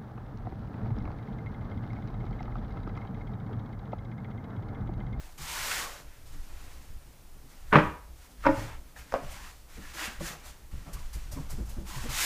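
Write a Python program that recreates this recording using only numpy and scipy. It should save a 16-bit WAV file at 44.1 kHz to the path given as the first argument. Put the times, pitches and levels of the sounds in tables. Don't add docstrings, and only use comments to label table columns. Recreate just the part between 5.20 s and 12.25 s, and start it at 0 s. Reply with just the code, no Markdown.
import sys
import numpy as np
from scipy import signal
from scipy.fft import rfft, irfft, next_fast_len
from scipy.io import wavfile
from scipy.ndimage import uniform_filter1d, map_coordinates

SR = 44100
rng = np.random.default_rng(int(sys.argv[2]) if len(sys.argv) > 2 else 0)


def to_wav(s):
    ch = np.atleast_2d(s).T
    pcm = np.round(np.clip(ch, -1, 1) * 32767)
    wavfile.write(sys.argv[1], SR, pcm.astype(np.int16))


def volts_from_decibels(level):
    exponent = np.asarray(level, float) / 20
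    return 10 ** exponent


N = 310905

# start in seconds, clack level in dB, clack pitch in Hz,
# time for the clack to fall 60 dB in seconds, ring level in dB.
KNOCKS_LEFT = [(2.51, -47.5, 1500, 0.053, -69), (2.5175, -38.5, 1530, 0.036, -65),
               (2.5228, -25, 1580, 0.027, -63), (2.5274, -6, 1490, 0.008, -25),
               (2.5312, -11, 1163, 0.047, -49), (2.5430, -11.5, 1250, 0.012, -34.5),
               (2.5490, -14, 1545, 0.024, -30), (2.5561, -3, 1170, 0.026, -16.5),
               (2.5565, -9.5, 2435, 0.0095, -60.5), (2.5845, -10, 900, 0.012, -28.5),
               (2.668, -29.5, 972, 0.11, -61)]
KNOCKS_FAR = [
    (3.2390, -28, 1290, 0.016, -72),
    (3.2480, -21, 1250, 0.032, -36),
    (3.2545, -12.5, 900, 0.011, -18),
    (3.2612, -19, 978, 0.083, -36),
    (3.2652, -7, 1170, 0.008, -11),
    (3.2872, -25, 1816, 0.036, -7),
]
KNOCKS_WRAPPED = [
    (3.7620, -42.5, 1740, 0.05, -56),
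    (3.9230, -21.5, 1380, 0.0076, -26),
    (3.9398, -9, 676, 0.012, -15),
    (3.9550, -25, 560, 0.077, -19),
    (5.0050, -42, 564, 0.036, -26),
]
# pitch in Hz, level in dB, time to
# fall 60 dB in seconds.
LEFT_EDGE = [(132.3, -9.5, 0.22), (205, -1.5, 0.13), (175, -8.5, .22), (248, -2, .066), (309.3, -3.5, 0.2),
             (353, -3, 0.073), (445, -11, 0.35), (544, -7.5, 0.17), (586, -1.5, 0.24),
             (824, -13, 0.17), (870, -9.5, .08), (972, -7, 0.22), (1200, -8, 0.045), (980, -13, 0.16),
            (1237, -4.5, .05), (1324, -15.5, .08), (1342, -7, .06), (1360, -13.5, 0.13), (1480, -7.5, .07),
            (1597, -7, 0.1), (1820, -2.5, 0.085), (2500, -16, .1), (2860, -31, .08)]
FAR_EDGE = [(120, -20.5, 0.143), (281.5, -3.5, 0.047), (309.5, -3.5, 0.093), (546, -8.5, 0.12),
            (613, -10, 0.091), (874, -7.5, .14), (962, -14.5, 0.068), (1220, -23, 0.18), (1430, -32, 0.073),
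            (1500, 1.5, 0.017), (1860, -31, .2), (2230, -41, .15), (2466, -32, .09), (2570, -46, .2)]
WRAPPED = [(254, -20, 0.09), (438, -33, 0.095), (560, -8, 0.071), (612, -12, 0.066), (666, -15, 0.062),
           (860, -37, 0.091), (910, 2, 0.011), (1130, -14, .07), (1232, -17.5, 0.16), (1370, -28, 0.079)]
# frequency in Hz, level in dB per Hz.
CLATTER = [(150, -27.5), (400, 4), (1200, 4), (2500, -6), (3500, -18.5), (5500, -33), (9000, -45),
           (15000, -50)]
TICK = [(1500, -3), (3500, 8.5), (6000, 11), (9000, -10), (15000, -19)]
CLATTER_S = 0.0028
SHARP_S, SHARP_POWER = 0.016, 0.77
WANDER = 0.35
# start in seconds, level in dB, pitch in Hz, silent after this many seconds.
BOOMS = [
    (2.5551, -13.5, 156.5, 0.057),
    (2.5561, -24, 120, 0.056),
    (3.264, -31.5, 124.6, 0.055),
]
DAMP_POWER = 2.7

# start in
# seconds, speed-up in seconds, slow-down in seconds, flour hiss in dB, weight on the dough in dB.
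MOVES = [(.175, 0.013, 0.091, -48, -7), (.19, 0.34, 0.21, -36.5, -2.5), (.508, 0.006, 0.047, -41.5, 6.5),
         (.56, 0.018, 0.037, -54, 7.5), (1.04, 0.4, 0.45, -61, -1), (3.27, 0.15, 0.11, -52.5, 3.5),
         (3.42, 0.089, 0.095, -62, 9.5), (4.0, 0.15, 0.076, -54, 2.5), (4.14, 0.13, 0.069, -54, 1.5),
         (4.27, 0.029, 0.16, -60, -8), (4.47, 0.093, 0.067, -58.5, -0.5), (4.58, 0.072, 0.24, -55.5, 2),
         (4.733, 0.011, 0.085, -47, -5), (4.75, 0.093, 0.069, -41, 3.5), (4.84, 0.063, 0.15, -54, 3.5),
         (4.99, 0.069, 0.12, -43, -2), (5.23, 0.038, 0.076, -50.5, -11.5), (6.645, 0.12, 0.2, -46, -3.5),
         (6.83, 0.037, 0.05, -65.5, 17), (6.888, 0.013, .1, -42, -3.5), (6.9, 0.16, .3, -30.5, -4),
         (0, 0.0026, 0.19, -58.5, -2), (.66, 0.054, .14, -50.5, -1), (.8, 0.14, 0.13, -70.5, 5.5),
           (1.05, .02, 0.23, -61, -9), (1.78, 0.033, 0.26, -78.5, 9), (2.28, 0.023, 0.33, -64.5, -2),
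           (2.45, 0.14, 0.11, -57.5, -5), (2.62, 0.064, 0.11, -63, -8.5), (2.95, 0.1, 0.043, -61, -3.5),
           (3.08, 0.036, 0.032, -63.5, -11), (3.17, 0.084, 0.088, -61.5, 3), (3.64, 0.067, 0.03, -73, 6),
           (3.754, 0.022, 0.11, -58, 2.5), (3.85, 0.094, 0.14, -59.5, 2.5), (5.14, .04, 0.34, -63.5, 4)]
# start in seconds, coasting time in seconds, flour hiss in dB, weight in dB.
PUSHES = [
    (5.51, 0.57, -62.5, 0.5),
    (5.66, .07, -70, 9),
    (5.72, 0.3, -58, -1.5),
    (5.924, 0.32, -57.5, -0.5),
    (6.109, 0.29, -57, -3),
    (6.288, 0.26, -57, -6),
    (6.469, 0.36, -59, -10),
]
PUSH_S, REST_DB = 0.0084, -76
START_POWER, STOP_POWER = 0.86, 1.51
# start, speed-up and slow-down in seconds, level in dB.
ROLLS = [(.25, 0.29, 0.38, -48.5), (1.2, 0.3, 0.23, -63), (3.3, 0.083, 0.28, -52),
         (3.755, 0.012, 0.041, -55), (3.97, 0.044, 0.22, -63), (4.74, 0.1, 0.15, -49.5),
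         (5.06, 0.05, 0.096, -48.5), (5.2, 0.084, 0.047, -58), (5.655, 0.013, 0.18, -56.5),
         (6.11, 0.01, 0.42, -60), (6.29, 0.014, 0.075, -56), (6.45, 0.037, 0.29, -60.5),
         (6.8, 0.11, 0.04, -52)]
# frequency in Hz, level in dB per Hz.
FLOUR = [(1500, -11), (3000, 0), (4500, 0), (7000, 0.5), (9500, -4.5), (12000, -5.5), (15500, -9)]
SCRAPE = [(500, -38), (950, -6), (1400, -2), (1900, -0.5), (2600, -3.5), (3800, -11.5), (7000, -19),
          (15000, -35)]
SKID = [(350, -40), (600, -12.5), (800, -4), (1050, -6.5), (1400, -5.5), (2500, -31), (6000, -82)]
DRONE = [(200, -46), (400, -5), (600, -2.5), (950, -5), (1300, -8), (2500, -29), (6000, -78)]
MURMUR = [(60, -38), (110, 0), (300, -5.5), (450, -15), (1000, -50.5), (3000, -99)]
MIDDLING_DB = -55
DRONE_DB, DRONE_GROWS = -61.5, 0.72
MURMUR_DB, MURMUR_GROWS, MURMUR_S = -62, 0.15, 0.27
MURMUR_LUMPS_DB = 3
# start in seconds, length in seconds, level in dB, first pitch in Hz, last pitch in Hz.
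RUBS = [(0, 0.15, -64, 599, 920), (.25, 0.19, -50, 950, 1037), (0.424, 0.16, -45, 1553, 1580),
        (0.533, .1, -43, 1720, 2050), (0.598, 0.088, -46, 1074, 1190), (3.496, 0.068, -56.5, 900, 944),
        (4.026, .16, -57, 612, 735), (4.122, 0.15, -57, 803, 1133), (4.15, 0.12, -58, 1500, 1900),
        (4.14, 0.15, -63, 2320, 2700), (3.76, 0.022, -53, 1810, 1800), (4.61, 0.067, -54, 1900, 1690),
        (4.652, 0.055, -60, 1400, 1390), (5.076, .07, -54.5, 1098, 1226), (5.655, 0.046, -56.5, 710, 680),
        (6.17, 0.041, -52.5, 1013, 900), (6.12, 0.017, -50, 630, 630), (5.665, .05, -59, 1190, 1220),
        (5.717, .12, -57.5, 1150, 1048), (6.669, 0.17, -51.5, 894, 1070), (6.78, 0.091, -58, 1500, 1596)]
RUB_WIDTH_HZ = 210

# start in seconds, peak in dB, middle band in dB,
# rise in seconds, gone after this many seconds.
FLICKS = [(2.2922, -55, -15, 0.0028, 0.078), (3.2176, -63, 24.5, 0.0083, 0.19),
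          (3.7656, -45, -6, .008, 0.12), (4.1012, -38.5, -17, 0.0076, .1), (5.247, -44, -11, 0.005, 0.091),
          (5.729, -35, -8.5, 0.0029, 0.061), (5.930, -39.5, -14, .002, 0.1),
          (6.112, -36.5, -20, 0.0048, .1), (6.293, -35.5, -9, 0.0069, .11), (6.45, -46, -8, .006, 0.079),
          (6.488, -40.5, -6, .004, 0.073)]
LIFT_POWER = 1.8
# start in seconds, level in dB, board pitch in
# Hz, rise in seconds.
PRESSES = [(0.184, -30, 150, 0.015), (2.525, -35, 111, .002), (2.639, -31, 77, 0.0068),
           (3.359, -16.5, 105, 0.038), (3.442, -26.5, 110, 0.024), (3.771, -42.5, 110, 0.0083),
           (3.968, -30.5, 270, 0.0083), (4.017, -34, 150, 0.01), (4.563, -37.5, 450, 0.012),
           (4.576, -38.5, 200, 0.005), (4.582, -41, 313, .006), (4.628, -45, 285, 0.0071),
           (4.741, -43, 330, 0.0072), (4.802, -27.5, 304, 0.02), (4.874, -36.5, 219, 0.0037),
           (5, -27, 163.6, 0.0066), (5.006, -31.5, 329, 0.0042), (5.097, -37.5, 159, 0.0074),
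           (5.525, -31.5, 174, 0.016), (5.595, -56, 111, 0.012), (5.655, -44, 267, 0.0075),
           (5.665, -32, 162, 0.015), (5.735, -34, 150, 0.0095), (5.769, -41.5, 150, 0.0084),
           (5.949, -39.5, 150, 0.0057), (6.135, -34, 150, 0.0097), (6.16, -21.5, 270, 0.015),
           (6.188, -31.5, 150, 0.003), (6.324, -32, 135, 0.0076), (6.376, -25, 210, 0.01),
           (6.406, -32, 312, 0.012), (6.565, -33.5, 227, 0.0032), (6.58, -37.5, 327, 0.0035),
           (6.604, -35.5, 193, 0.0068), (6.681, -41.5, 320, 0.0076), (6.72, -32, 173, 0.014),
           (6.762, -31.5, 120, 0.0035), (6.835, -29, 235.5, 0.0058), (6.852, -34.5, 478, 0.004),
           (6.881, -31.5, 131, 0.006)]
PRESS_T60, PRESS_HZ, PRESS_POWER = 0.16, 150, 0.53
# start in seconds, level in dB.
JOLTS = [(.218, -32), (1.701, -29.5), (2.556, -44), (3.36, -42), (4.028, -37), (4.584, -31), (4.875, -32),
         (5.001, -34), (5.529, -28), (5.669, -31), (5.77, -37), (5.951, -23.5), (6.134, -21), (6.325, -42),
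         (6.408, -18), (6.581, -18), (6.761, -39), (6.835, -22.5), (6.885, -31)]
STAND_HZ, STAND_T60 = 59, 0.046

# middle in seconds, half length in seconds, rumble in dB.
LEANS = [(0.236, 0.065, -41), (0.465, 0.22, -45.5), (1.14, 0.16, -40), (1.41, 0.21, -43.5),
         (1.74, 0.085, -40.5), (1.995, 0.044, -47), (2.54, 0.18, -41.5), (2.662, 0.1, -38),
         (2.9, 0.17, -46.5), (3.355, 0.19, -36), (3.557, 0.075, -39.5), (3.948, 0.03, -32),
         (4.078, 0.17, -40.5), (4.226, 0.15, -44), (4.61, 0.099, -42.5), (5.027, 0.1, -40),
         (5.294, 0.044, -49), (5.581, 0.075, -31), (5.757, 0.074, -38), (5.834, 0.12, -39),
         (5.975, 0.085, -35.5), (6.147, 0.16, -33), (6.404, 0.2, -35.5), (6.59, 0.25, -39),
         (6.773, 0.048, -45), (6.89, 0.14, -36)]
TABLE_DB = -49
# frequency in Hz, level in dB per Hz.
RUMBLE = [(8, -31), (15, 4.5), (30, -11), (60, -7), (85, -21), (130, -26), (250, -54), (440, -120)]
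HISS = [(59, -21), (100, -33.5), (530, -17), (1490, -25), (3460, -27.5), (5870, -27.5), (13900, -28.5),
        (15500, -30)]
HISS_DB, TOP_HZ = -60.5, 15410
# frequency in Hz, time to fall 60 dB in seconds.
KITCHEN = [(100, 0.36), (1000, 0.41), (3000, 0.41), (6000, 0.47), (12000, 0.23)]


def unit(x):
    return x / np.sqrt(np.mean(x ** 2) + 1e-20)


def along(points, hz):
    f, v = np.transpose(points)
    return np.interp(np.log(hz + 1), np.log(f + 1), v)


def colour(x, spectrum):
    size = next_fast_len(len(x) + 8192)
    gain = volts_from_decibels(along(spectrum, np.fft.rfftfreq(size, 1 / SR)))
    return unit(irfft(rfft(x, size) * gain, size)[:len(x)])


def noise(spectrum, length=N):
    return colour(rng.standard_normal(length), spectrum)


def wobble(rate):
    return map_coordinates(rng.standard_normal(N // 100), [np.arange(N) * rate / SR])


def swell(t, rise, t60):
    return (1 - np.exp(-t / rise)) ** 2 * volts_from_decibels(-60 * t / t60)


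def held(t, rise, gone, power):
    return (1 - np.exp(-t / rise)) ** 2 * volts_from_decibels(-60 * (t / gone) ** power)


def add(track, s, sound):
    part = track[round(s * SR):][:len(sound)]
    part += sound[:len(part)]


def strokes(rows, rest_db):
    power = np.full(N, volts_from_decibels(2 * rest_db))
    for s, up, down, db in rows:
        t = np.arange(round((up + down) * SR)) / SR
        phase = np.interp(t, [0, up, up + down], [0, np.pi / 2, np.pi])
        bend = np.where(phase < np.pi / 2, START_POWER, STOP_POWER)
        add(power, s, volts_from_decibels(2 * db) * np.abs(np.sin(phase)) ** (2 * bend))
    return 10 * np.log10(power)


def knock(contacts, modes, hard_hz, clatter_db, clatter_t60, tick_db, room_db):
    out, t = np.zeros(N), np.arange(SR // 2) / SR
    for s, clack_db, clack_hz, clack_t60, ring_db in contacts:
        cut_hz = hard_hz * (SHARP_S / clack_t60) ** SHARP_POWER
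        uneven_db = rng.normal(0, 1, len(modes))
        steps = rng.standard_normal((len(modes), len(t))) * np.sqrt(20 / SR)
        waver = WANDER * uniform_filter1d(np.cumsum(steps, axis=1), size=200, axis=1)
        ring = np.zeros(len(t))
        for k, (hz, db, t60) in enumerate(modes):
            fade = volts_from_decibels(db + uneven_db[k] - 60 * t / t60) / (1 + (hz / cut_hz) ** 2)
            ring += (-1) ** k * fade * np.sin(2 * np.pi * hz * t + waver[k])
        clack = volts_from_decibels(-60 * t / clack_t60) * np.sin(2 * np.pi * clack_hz * t)
        clatter = volts_from_decibels(clatter_db - 60 * t / clatter_t60) * noise(CLATTER, len(t))
        clatter *= 1 - np.exp(-t / CLATTER_S)
        tick = (cut_hz / hard_hz) ** 0.77 * volts_from_decibels(tick_db - 60 * t / 0.0057) * noise(TICK, len(t))
        touch = np.sin(np.pi / 2 * np.minimum(t * cut_hz / 1.7, 1)) ** 2
        add(out, s, touch * (volts_from_decibels(clack_db) * (clatter + tick - clack) - volts_from_decibels(ring_db) * ring))
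    return out + volts_from_decibels(room_db) * kitchen(out)


def booms():
    out, t = np.zeros(N), np.arange(SR // 4) / SR
    for s, db, hz, gone in BOOMS:
        add(out, s, volts_from_decibels(db) * held(t, 0.00096, gone, DAMP_POWER) * np.sin(2 * np.pi * hz * t))
    return out + volts_from_decibels(-11) * kitchen(out)


def grit(share, spread_db):
    grains = (rng.random(N) < share) * volts_from_decibels(spread_db * rng.random(N))
    return rng.standard_normal(N) * (1 + grains)


def patchy(x, depth_db):
    z = signal.stft(x, nperseg=512)[2]
    field = uniform_filter1d(rng.standard_normal(z.shape), size=5, axis=0)
    field = uniform_filter1d(field, size=6, axis=1)
    return signal.istft(z * volts_from_decibels(depth_db * unit(field)), nperseg=512)[1][:N]


def slide():
    pushes = [(s, PUSH_S, coast, db, weight_db) for s, coast, db, weight_db in PUSHES]
    moves = MOVES + pushes
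    hiss_db = strokes([(s, up, down, db) for s, up, down, db, _ in moves], REST_DB)
    scrape_db = strokes([(s, up, down, db + weight_db) for s, up, down, db, weight_db in moves], REST_DB)
    drone_db = DRONE_DB + DRONE_GROWS * (hiss_db - MIDDLING_DB)
    slow_db = uniform_filter1d(scrape_db, round(MURMUR_S * SR))
    murmur_db = MURMUR_DB + MURMUR_GROWS * (slow_db - MIDDLING_DB)

    slip = wobble(35)
    skid = volts_from_decibels(drone_db) * noise(SKID)
    roll = volts_from_decibels(strokes(ROLLS, REST_DB)) * noise(DRONE)
    board = volts_from_decibels(0.36 * slip + 0.46 * wobble(7)) * (skid + roll)
    flour = colour(grit(share=0.073, spread_db=-6.0), FLOUR)
    hiss = volts_from_decibels(hiss_db + 1.0 * slip + 0.66 * wobble(55)) * flour
    dough = colour(patchy(grit(share=0.02, spread_db=12.0), depth_db=1.5), SCRAPE)
    scrape = volts_from_decibels(scrape_db + 0.21 * slip + 0.5 * wobble(150)) * dough
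    murmur = volts_from_decibels(murmur_db + MURMUR_LUMPS_DB * wobble(24)) * noise(MURMUR)
    return hiss + scrape + board + murmur


def rubs():
    out, t = np.zeros(N), np.arange(SR // 4) / SR
    narrow = [(1, 0), (RUB_WIDTH_HZ / 2, -3), (RUB_WIDTH_HZ * 2, -30), (8000, -90)]  # (Hz, dB per Hz)
    for s, length, db, first_hz, last_hz in RUBS:
        done = np.minimum(t / length, 1)
        turn = 2 * np.pi * np.cumsum(first_hz + (last_hz - first_hz) * done) / SR
        glide = noise(narrow, len(t)) * np.sin(turn) + noise(narrow, len(t)) * np.cos(turn)
        add(out, s, volts_from_decibels(db) * np.sin(np.pi * done) ** 0.63 * glide)
    return out


def flicks():
    bright, mid, t = np.zeros(N), np.zeros(N), np.arange(SR // 4) / SR
    for s, db, mid_db, rise, gone in FLICKS:
        add(bright, s, volts_from_decibels(db - 8.0) * held(t, rise, gone, LIFT_POWER))
        add(mid, s, volts_from_decibels(db + mid_db - 8.5) * held(t, rise, 1.2 * gone, LIFT_POWER))
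    skin = [(2500, -31.0), (4500, -3), (6000, -2.5), (9000, -4.0), (12000, -4.5), (15500, -12.0)]  # (Hz, dB per Hz)
    return bright * noise(skin) + mid * noise(SCRAPE)


def presses():
    out, t = np.zeros(N), np.arange(SR // 3) / SR
    unsteady = [(5, 0), (40, 0), (90, -40), (2000, -70), (6000, -120)]  # (Hz, dB per Hz)
    for s, db, hz, rise in PRESSES:
        drift = 0.4 * noise(unsteady, len(t))
        air = [(hz / 3, -20), (hz, 0), (hz * 1.4, -5), (hz * 7.5, -25), (hz * 15, -70), (hz * 30, -140)]
        puff = volts_from_decibels(-8) * noise(air, len(t))
        t60 = PRESS_T60 * (PRESS_HZ / hz) ** PRESS_POWER
        add(out, s, volts_from_decibels(db) * swell(t, rise, t60) * (np.sin(2 * np.pi * hz * t + drift) + puff))
    for s, db in JOLTS:
        add(out, s, volts_from_decibels(db) * swell(t, 0.002, STAND_T60) * np.sin(2 * np.pi * STAND_HZ * t))
    return out


def table():
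    shake_db = strokes([(s - half, half, half, db) for s, half, db in LEANS], TABLE_DB)
    return volts_from_decibels(shake_db + 1.3 * wobble(19)) * noise(RUMBLE)


def kitchen(x):
    hz, t, z = signal.stft(rng.standard_normal(SR * 3 // 4), SR, nperseg=256)
    z = z / np.abs(z) ** 0.6
    fade = volts_from_decibels(-60 * t / along(KITCHEN, hz)[:, None])
    tail = signal.istft(z * fade, SR, nperseg=256)[1]
    late = np.pad(x, (150, 0))
    return signal.fftconvolve(late, tail / np.linalg.norm(tail))[:N]


def scene():
    pin = knock(KNOCKS_LEFT, LEFT_EDGE, hard_hz=2466, clatter_db=-6.0, clatter_t60=0.074,
                tick_db=-39, room_db=-7.5)
    pin += knock(KNOCKS_FAR, FAR_EDGE, hard_hz=1250, clatter_db=-11.5, clatter_t60=0.071,
                 tick_db=-24, room_db=-8)
    pin += knock(KNOCKS_WRAPPED, WRAPPED, hard_hz=1640, clatter_db=-23, clatter_t60=0.13,
                 tick_db=-20, room_db=-8.5)
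    pin += booms()
    hands = slide() + rubs() + flicks() + presses()
    return (pin + hands + volts_from_decibels(-10.5) * kitchen(hands) + table())[None]


def top_cut(x):
    return signal.sosfilt(signal.butter(12, 15640, fs=SR, output="sos"), x)


def record(dry):
    wet = rfft(dry + volts_from_decibels(HISS_DB) * noise(HISS))
    passed = np.fft.rfftfreq(N, 1 / SR) < TOP_HZ
    return top_cut(irfft(wet * passed, N))


dry = scene()
out = record(dry)
to_wav(out)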